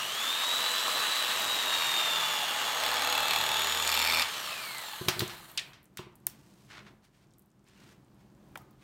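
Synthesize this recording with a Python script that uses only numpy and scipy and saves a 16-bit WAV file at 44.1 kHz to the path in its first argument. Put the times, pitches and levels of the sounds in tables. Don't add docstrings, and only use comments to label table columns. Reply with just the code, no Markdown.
import sys
import numpy as np
from scipy import signal
from scipy.fft import rfft, irfft, next_fast_len
from scipy.io import wavfile
from scipy.ndimage import uniform_filter1d

SR = 44100
rng = np.random.default_rng(int(sys.argv[2]) if len(sys.argv) > 2 else 0)


def pcm_store(signal):
    levels = np.round(np.clip(np.atleast_2d(signal), -1, 1) * 32767)
    wavfile.write(sys.argv[1], SR, levels.astype(np.int16).T)


N = 389403
TIME = np.arange(N) / SR


def gain_of(db):
    return 10 ** (np.asarray(db) / 20)


def unit_rms(x):
    return x / np.sqrt(np.mean(x ** 2) + 1e-20)


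def curve(points):
    return np.interp(TIME, *np.transpose(points))


def spectrum_at(points, hz):
    f, value = np.transpose(points)
    return np.interp(np.log(hz + 1), np.log(f + 1), value)


def filtered(x, response):
    size = next_fast_len(len(x) + 4096)
    return irfft(rfft(x, size) * response(np.fft.rfftfreq(size, 1 / SR)), size)[:len(x)]


def modes(table, hz):
    return sum(gain_of(db) * width / (width + 2j * (hz - f)) * (-1) ** k
               for k, (f, width, db) in enumerate(table))


def wander(rate_hz):
    coarse = rng.standard_normal(N // 32 + 2)
    coarse = filtered(coarse, lambda hz: 1 / (1 + (hz / 32 / rate_hz) ** 4))
    return np.interp(np.arange(N) / 32, np.arange(len(coarse)), unit_rms(coarse))


def bell(hz, centre_hz, octaves):
    return np.exp(-.5 * (np.log2((hz + 1) / centre_hz) / octaves) ** 2)


def swell_db(peak_s, half_width_s):
    return -6 * ((TIME - peak_s) / half_width_s) ** 2


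# (time [s], frequency [Hz])
POWERED_MESH = [(0.0, 2784), (0.07, 2937), (0.2, 3388), (0.35, 3690), (0.55, 3900), (0.8, 3995),
                (1.0, 3986), (1.2, 3936), (1.8, 3750), (2.0, 3651), (2.2, 3500), (2.45, 3360), (2.7, 3316),
                (3.0, 3345), (3.6, 3408), (3.9, 3502), (4.22, 3635)]
TEETH_PER_STROKE, SHAFT_TURNS_PER_STROKE = 88, 11
POWER_OFF_S, LAID_DOWN_S = 4.22, 5.085
POWER_OFF, COASTED_S = TIME > POWER_OFF_S, np.maximum(TIME - POWER_OFF_S, 0)

def mesh_frequency():
    quick_loss_hz = 583 * (1 - np.exp(-COASTED_S / .18))
    friction_loss_hz = 1880 * COASTED_S
    return np.maximum(curve(POWERED_MESH) - quick_loss_hz - friction_loss_hz, 50)


# (time [s], level [dB])
MESH_LEVEL = [(0, -44), (.3, -36), (.65, -35.5), (.9, -39.5), (1.1, -36.5), (1.35, -41), (1.55, -36),
              (1.9, -34), (2.2, -34.5), (2.5, -50), (2.8, -52), (3.1, -42), (3.6, -42), (4.2, -41),
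              (4.3, -52), (4.45, -50), (4.6, -46.5), (4.8, -49), (5.0, -60), (5.8, -80)]
# (multiple of the stroke rate [1], level [dB], resonance [Hz], bandwidth [Hz])
MESH_SIDEBANDS = [(85.25, -45, 3720, 240), (90.9, -45, 3520, 420)]
# (time [s], level [dB])
BOARD_HUM = [(0, -90), (2.78, -80), (2.84, -61), (3.45, -61), (3.7, -56), (4.0, -53), (4.2, -54),
             (4.3, -75), (5.8, -90)]
# (multiple of the mesh frequency [1], relative level [dB])
MESH_OVERTONES = [(3, -4), (4, 3), (5, -8), (6, 4), (8, 0), (10, -1)]
# (multiple of the shaft speed [1], level relative to the grinding [dB])
SHAFT_ORDERS = [(1, -27), (2, -19), (3, -22)]
# (multiple of
# the stroke rate [1], level [dB], peak time [s], half-width [s])
STROKE_ORDERS = [(4, -63, 3.6, .8), (4, -60, 2.25, .25), (6, -57, 4.05, .25), (7, -59, 3.0, .25),
                 (10, -56, 3.65, .3), (12, -56.5, 3.85, .4), (13, -54, 3.1, .3), (14, -52, 4.05, .2),
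                 (15, -55, 3.0, .3), (19, -55, 1.3, .7), (19, -54, 3.1, .35), (20, -51, 3.05, .3),
                 (21, -48, 3.05, .4), (22, -49, 2.7, .7), (23, -45.5, 3.2, .9), (25, -52, 1.15, .4),
                 (33, -50, 2.3, .3), (11, -55, .9, .6), (231, -61, 1.2, .35), (264, -60, 2.2, .9)]

def whine(strokes, mesh_hz, grind_db, second_harmonic_db):
    out, phase = np.zeros(N), 2 * np.pi * strokes
    tones = [(TEETH_PER_STROKE, curve(MESH_LEVEL)), (2 * TEETH_PER_STROKE, second_harmonic_db)]
    for order, db, hz, width in MESH_SIDEBANDS:
        detuning = 2 * (mesh_hz * order / TEETH_PER_STROKE - hz) / width
        tones.append((order, db - 10 * np.log10(1 + detuning ** 2) + 1.2 * wander(4) - 12 * POWER_OFF))
    for order, db in tones:
        amplitude = np.sqrt(2) * gain_of(db + 2.2 * wander(30))
        out += amplitude * np.sin(order * (phase + 2 * np.pi * .0006 * wander(35)))
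    out += np.sqrt(2) * gain_of(curve(BOARD_HUM)) * np.sin(2 * phase)
    overtone_db = grind_db - 33 + 13.5 * np.minimum(COASTED_S / .55, 1) - 3 * (TIME > LAID_DOWN_S)
    for order, db in MESH_OVERTONES:
        housing_db = 5 * bell(order * mesh_hz, 7500, .2)
        amplitude = gain_of(overtone_db + db + housing_db + 3.5 * wander(11))
        out += amplitude * np.sin(order * TEETH_PER_STROKE * phase)
    powered = ~POWER_OFF
    for order, db in SHAFT_ORDERS:
        amplitude = powered * gain_of(grind_db + db + 2.5 * wander(8))
        cycles = order * SHAFT_TURNS_PER_STROKE * strokes + .07 * wander(14)
        out += amplitude * np.sin(2 * np.pi * cycles)
    for order, db, peak_s, half_width_s in STROKE_ORDERS:
        amplitude = powered * np.sqrt(2) * gain_of(db + swell_db(peak_s, half_width_s) + 2.5 * wander(14))
        cycles = order * strokes + rng.random() + .1 * wander(14)
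        out += amplitude * np.sin(2 * np.pi * cycles)
    return out


# (frequency [Hz], relative level [dB])
HOUSING_SPECTRUM = [(120, -52), (200, -17.5), (519, -13.5), (612, -6.5), (777, -11), (1230, -2),
                    (1420, -9.5), (1770, -3.5), (2170, -9), (3690, -7), (5330, -13.5), (7140, -10.5),
                    (10300, -15.5), (13100, -16), (16000, -21.5)]
# (frequency [Hz], bandwidth [Hz], relative level [dB])
SHELL_MODES = [(1225, 630, -14.5), (1530, 180, -7.5), (2940, 300, 1.5), (3930, 1200, -3.5), (8900, 91, -22),
               (12600, 500, -18.5)]
# (frequency [Hz], width [octaves], level [dB], peak time [s], half-width [s])
BLADE_RINGS = [(2810, .03, -46, 2.1, .5), (2640, .02, -45, 3.26, .17), (2300, .04, -43, 4.08, .15),
               (3710, .022, -44, 3.48, .22), (4110, .03, -47, 3.15, .3), (4150, .08, -55, 4.8, .4)]
# (time [s], level [dB])
MEAT_BOOM = [(0, -102), (1, -61.5), (2.5, -48), (2.95, -42), (3.5, -46.5), (4.22, -57.5), (4.26, -56),
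             (5.8, -65.5)]

def grinding(strokes, level_db):
    throb = 1 + .11 * np.cos(4 * np.pi * (strokes - .1)) + .059 * np.cos(6 * np.pi * (strokes - .05))
    grit = rng.standard_normal(N) * throb * gain_of(1.6 * wander(650) + .19 * wander(31.6))
    housing = lambda hz: gain_of(spectrum_at(HOUSING_SPECTRUM, hz)) * (1 + .74 * abs(modes(SHELL_MODES, hz)))
    spectra = signal.stft(unit_rms(filtered(grit, housing)), nperseg=512)[2]
    patches = uniform_filter1d(rng.standard_normal(spectra.shape), size=7, axis=0)
    patch_db = 1.1 * unit_rms(uniform_filter1d(patches, size=9, axis=1))
    body = unit_rms(signal.istft(spectra * gain_of(patch_db), nperseg=512)[1][:N])
    treble = filtered(body, lambda hz: 1 / (1 + (5000 / (hz + 1)) ** 4))
    treble_loss = (1 - gain_of(-3 - .7 * POWER_OFF)) * treble
    fizz = filtered(body, lambda hz: 1 / (1 + (8500 / (hz + 1)) ** 8))
    fizz *= gain_of(8 * COASTED_S) - 1
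    rings = np.zeros(N)
    for centre_hz, octaves, db, peak_s, half_width_s in BLADE_RINGS:
        band = unit_rms(filtered(grit, lambda hz: bell(hz, centre_hz, octaves)))
        rings += gain_of(db + swell_db(peak_s, half_width_s)) * band
    boom = gain_of(curve(MEAT_BOOM)) * unit_rms(filtered(grit, lambda hz: bell(hz, 1000, .78)))
    return gain_of(level_db) * (body - treble_loss + fizz) + boom + rings


# (position [strokes], decay time [ms], treble shelf [dB])
SLAP_SHAPES = [(.012, 1.9, 4), (.47, 2.5, -13), (.69, 1.1, 9)]
# (frequency [Hz], bandwidth [Hz], relative level [dB])
PRESSED_MODES = [(866, 90, 2), (1290, 83, -4), (2660, 130, 5), (3370, 220, 0), (3730, 110, -4),
                 (4130, 110, 0), (5170, 300, -19), (7720, 400, -8), (12600, 800, -12)]
# (frequency [Hz], bandwidth [Hz], relative level [dB])
FREE_MODES = [(960, 82, -20), (1230, 100, 4), (2360, 260, 9.5), (2680, 290, 7.5), (3620, 150, -3),
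              (3850, 180, -17), (4450, 350, 4), (5420, 79, 5.5), (8760, 2300, -14), (13700, 350, -9)]

def blade_slaps(strokes, levels_db, lifted):
    out, free_share = np.zeros(N), np.clip(lifted, 0, 1)
    stroke_hz = np.maximum(np.gradient(strokes) * SR, 1)
    for (position, decay_ms, treble_db), db in zip(SLAP_SHAPES, levels_db):
        cycle = strokes - position + .006 * wander(20)
        count = np.floor(cycle).astype(int)
        since_ms = 1000 * (cycle % 1) / stroke_hz
        scatter_db = .8 * rng.standard_normal(400)[count % 400]
        tap = .9 * np.sqrt(decay_ms * SR / 2000) * (np.diff(count, prepend=0) > 0)
        rattle = rng.standard_normal(N) * np.exp(-since_ms / decay_ms) * (1 - np.exp(-since_ms / .5))
        burst = (tap + rattle) * gain_of(scatter_db)
        shelf = lambda hz: gain_of(treble_db / (1 + (2000 / (hz + 1)) ** 2))
        for table, share in ((PRESSED_MODES, 1 - free_share), (FREE_MODES, free_share)):
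            ring = filtered(burst, lambda hz: shelf(hz) * (modes(table, hz) + .05 * bell(hz, 5000, 1.3)))
            out += gain_of(db) * np.sqrt(share) * unit_rms(ring)
    return filtered(out, lambda hz: 1 / (1 + (300 / (hz + 1)) ** 2))


# (start [s], first slap [dB],
# second slap [dB], third slap [dB], lift off the board [0-1], second mesh harmonic [dB])
CUT_STAGES = [(0, -46.5, -63, -65.5, 0, -52), (1.719, -42.5, -46.5, -49, 0.5, -48.5),
              (2.4, -48.5, -62, -46, 0.5, -51), (2.83, -38.5, -44.5, -48, 0.5, -52.5),
              (3.04, -36, -50.5, -63, 0.18, -47.5), (3.195, -39.5, -47, -58, 0.08, -45.5),
              (3.27, -34, -42, -54, 0.33, -46.5), (3.374, -37, -47.5, -57, 0.08, -47),
              (3.452, -37, -46.5, -56, 0.22, -43), (3.866, -34.5, -46.5, -35, 0.45, -44),
              (4.041, -33, -36, -39, 0.68, -50), (4.235, -56, -56, -53.5, 1, -55.5),
              (4.66, -62.5, -49.5, -65, 0.2, -56.5), (5.0, -62.5, -71.5, -61, 0.4, -62.5),
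              (5.09, -69, -76, -68.5, 0.2, -85)]

def knife(blend_s=.014, slap_lead_strokes=.015):
    mesh_hz = mesh_frequency()
    strokes = np.cumsum(mesh_hz) / SR / TEETH_PER_STROKE
    starts, *columns = np.transpose(CUT_STAGES)
    stage = np.searchsorted(starts, TIME, "right") - 1
    blended = [uniform_filter1d(column[stage], round(blend_s * SR)) for column in columns]
    *slap_dbs, lifted, second_harmonic_db = blended
    grind_db = -31.5 + 9.5 * np.log2(mesh_hz / 3900) - 2.5 * POWER_OFF
    fade_out = np.clip((5.85 - TIME) / .14, 0, 1)
    return fade_out * (whine(strokes, mesh_hz, grind_db, second_harmonic_db) + grinding(strokes, grind_db)
                       + blade_slaps(strokes + slap_lead_strokes, slap_dbs, lifted))


# (frequency [Hz], relative level [dB])
MURMUR_SPECTRUM = [(28, -49.5), (42, -10), (97, -12.5), (130, -1), (157, -8.5), (206, -4.5), (236, -13),
                   (301, -11), (344, -11), (476, -21.5), (531, -20), (607, -21), (1040, -24), (2110, -34),
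                   (16000, -46)]

def room_murmur(level_db=-60.5):
    noise = rng.standard_normal(N) * gain_of(2.86 * wander(2.2))
    murmur = filtered(noise, lambda hz: gain_of(spectrum_at(MURMUR_SPECTRUM, hz)))
    return gain_of(level_db) * unit_rms(murmur)


# (frequency [Hz], reverberation time T60 [s])
KITCHEN_T60 = [(150, 0.4), (1000, 0.6), (4000, 0.3), (7000, .21), (12000, 0.19)]

def reverberation(x):
    echoes = np.zeros(SR // 2)
    arrivals = np.arange(200, len(echoes) - 20, 20) + rng.integers(0, 20, (len(echoes) - 201) // 20)
    echoes[arrivals] = rng.choice([-1., 1.], len(arrivals))
    hz, t, spectra = signal.stft(echoes, SR, nperseg=256)
    decay = gain_of(-60 * t / spectrum_at(KITCHEN_T60, hz)[:, None])
    tail = signal.istft(spectra * decay, SR, nperseg=256)[1]
    return signal.fftconvolve(x, tail / np.linalg.norm(tail))[:N]


# (time [s], level [dB], centre [Hz])
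FAINT_TICKS = [(1.196, -34, 11500), (1.228, -40, 12500), (1.285, -39, 12500), (1.397, -32, 12500),
               (1.42, -30, 12500), (1.443, -36, 12500), (4.782, -32.5, 8400), (4.815, -44, 6500),
               (4.848, -43.5, 6000), (5.277, -37, 7000), (5.279, -42, 11300), (5.515, -43, 12500),
               (5.83, -55, 12900), (5.842, -56, 13000), (5.855, -55, 8800), (6.155, -51, 11000),
               (6.16, -59, 10500), (6.201, -63.5, 10100), (6.298, -47, 4880), (7.336, -59.5, 7100),
               (7.383, -55, 11000), (7.393, -53, 11800), (7.42, -62.5, 11000), (7.459, -62, 13100),
               (7.685, -59, 8000), (8.555, -50, 11100), (8.618, -56, 13400), (8.71, -58, 13600)]
# (time [s], level [dB], centre [Hz], half-width [octaves], decay time [ms], relative room send [dB])
IMPACTS = [(3.876, -18, 4030, 1.1, 1.2, -13.5), (4.198, -20, 3540, 0.72, 0.71, -3),
           (4.223, -19, 4140, 0.37, 1.7, -16), (5.084, -18.5, 2130, 1.45, 7.6, -6),
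           (5.085, -25, 12500, 0.39, 3.8, -6.5), (5.193, -23.5, 4000, 0.22, 2.3, -2),
           (5.193, -26, 10000, 0.9, 2.5, 0.5), (5.205, -22.5, 2230, 1.17, 2.1, -3.5),
           (5.296, -34, 2000, 1.26, 1.8, 3), (5.575, -23.5, 3500, 0.61, 3.5, -6.5),
           (5.576, -28.5, 7500, .5, 2.2, -12), (5.576, -43.5, 900, 1.1, 5, -7.5),
           (5.581, -24, 3380, 0.35, 3.4, -15), (5.594, -33, 3300, 0.51, 3, -17),
           (5.594, -37, 7460, 0.3, 2, -3), (5.6, -65, 3620, .05, 26, -11),
           (5.59, -45, 1820, 0.046, 22, -22), (5.588, -29, 2980, 0.44, 5.9, -30),
           (5.6, -54, 2500, 0.075, 98, -16), (5.733, -47, 2500, 1, 2.7, 1.5),
           (5.972, -32.5, 9000, .9, 1, -7), (5.973, -33.5, 2520, 1.6, 1.5, -3),
           (5.982, -41.5, 2870, 0.51, 5.5, -1.5), (5.991, -35.5, 1070, 0.3, 1.7, -6.5),
           (6.268, -9, 11800, 0.65, 0.36, -16.5), (6.269, -33, 2236, 1.48, 2.2, -10.5),
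           (8.556, -33.5, 1090, 0.95, 3.7, -17), (8.572, -38, 824, 0.18, 1.5, -14),
           (8.574, -43, 8900, 1.9, 3.7, -9), (8.58, -61.5, 1240, 0.038, 44, -3)]

def ticks_and_clacks(stray_count=36):
    out, ms = np.zeros((2, N + SR)), np.arange(6000) * 1000 / SR
    when, size, pitch = rng.random((stray_count, 3)).T
    strays = list(zip(5.9 + 2.9 * when, -71 + 6 * size, 2500 * 5.5 ** pitch))
    tick_shape = (.4, 1.8, -8)  # (half-width [octaves], decay time [ms], relative room send [dB])
    events = IMPACTS + [(*tick, *tick_shape) for tick in FAINT_TICKS + strays]
    for start_s, db, hz, octaves, decay_ms, room_db in events:
        edges_hz = np.clip(hz * 2. ** np.array([-octaves, octaves]), 50, .48 * SR)
        band = signal.butter(2, edges_hz, "bandpass", fs=SR, output="sos")
        noise = rng.standard_normal(len(ms)) * np.exp(-ms / decay_ms) * (1 - np.exp(-ms / .4))
        bursts = signal.sosfilt(band, np.array([noise, ms == 0]))
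        onset_rms = np.sqrt(2 * np.sum(bursts ** 2, 1, keepdims=True) / (decay_ms * SR / 1000))
        out[:, round(start_s * SR):][:, :len(ms)] += gain_of([[db], [db + room_db]]) * bursts / onset_rms
    return out[:, :N]


# (time [s], level [dB])
COUNTER_BLOWS = [(5.013, -26), (5.046, -39.5), (5.063, -33.5), (5.083, -19), (5.165, -34), (5.184, -32),
                 (5.202, -26.5), (5.22, -19.5), (5.229, -25), (5.993, -30.5), (6.067, -40.5), (6.271, -45)]
# (frequency [Hz], relative level [dB], decay time T60 [s])
COUNTER_MODES = [(85, -15, .08), (129, -2, .045), (180, -4, .04), (260, -12, .04), (355, -3, .075),
                 (610, -14, .04), (1030, -14, .05)]

def counter_bumps():
    out, t = np.zeros(N + SR), np.arange(SR // 2) / SR
    for start_s, db in COUNTER_BLOWS:
        ring = sum(gain_of(mode_db + 2 * rng.standard_normal() - 60 * t / t60) * np.sin(2 * np.pi * hz * t)
                   for hz, mode_db, t60 in COUNTER_MODES)
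        ring *= 1 - np.exp(-t / .0012)
        out[round(start_s * SR):][:len(t)] += gain_of(db) * ring / abs(ring).max()
    return filtered(out[:N], lambda hz: 1 / (1 + (75 / (hz + 1)) ** 4))


# (start [s], duration [s], level [dB], brightness [0-1])
MEAT_PUSHES = [(6.273, 0.49, -68, 0.65), (6.672, .12, -51.5, 0.01), (6.831, 0.041, -53.5, 0.05),
               (7.008, 0.035, -59.5, 0.44), (7.096, .14, -69.5, .4), (7.628, 0.15, -66, 0.3),
               (7.759, 0.17, -62, 0.34), (8.163, 0.045, -66.5, 0.3), (8.771, .06, -63, 0.33)]

def sliding_meat(rise_s=.047, fall_db_per_s=400):
    out = np.zeros(N)
    rub = rng.standard_normal(N) * gain_of(2.2 * wander(150))
    dull = unit_rms(filtered(rub, lambda hz: bell(hz, 1600, 1)))
    bright = unit_rms(filtered(rub, lambda hz: bell(hz, 5500, 1)))
    for start_s, duration_s, db, brightness in MEAT_PUSHES:
        rise = np.clip((TIME - start_s) / rise_s, 0, 1) ** 2
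        fall_db = fall_db_per_s * np.maximum(TIME - start_s - duration_s, 0)
        out += rise * gain_of(db - fall_db) * ((1 - brightness) * dull + brightness * bright)
    return out


def scene():
    tool, bumps, slides = knife(), counter_bumps(), sliding_meat()
    clacks, clack_send = ticks_and_clacks()
    thinned_tool = filtered(tool, lambda hz: hz / (hz + 300))
    send = gain_of(-10.5) * thinned_tool + gain_of(-14) * bumps + gain_of(-12.5) * slides + clack_send
    return (tool + bumps + slides + clacks + reverberation(send) + room_murmur())[None]


def record(dry):
    dipped = filtered(dry[0], lambda hz: gain_of(-4 * bell(hz, 10340, .059)))
    low_pass = signal.firwin(511, 15900, window=("kaiser", 9), fs=SR)
    return signal.oaconvolve(dipped[None], low_pass[None], "same")


dry = scene()
out = record(dry)
pcm_store(out)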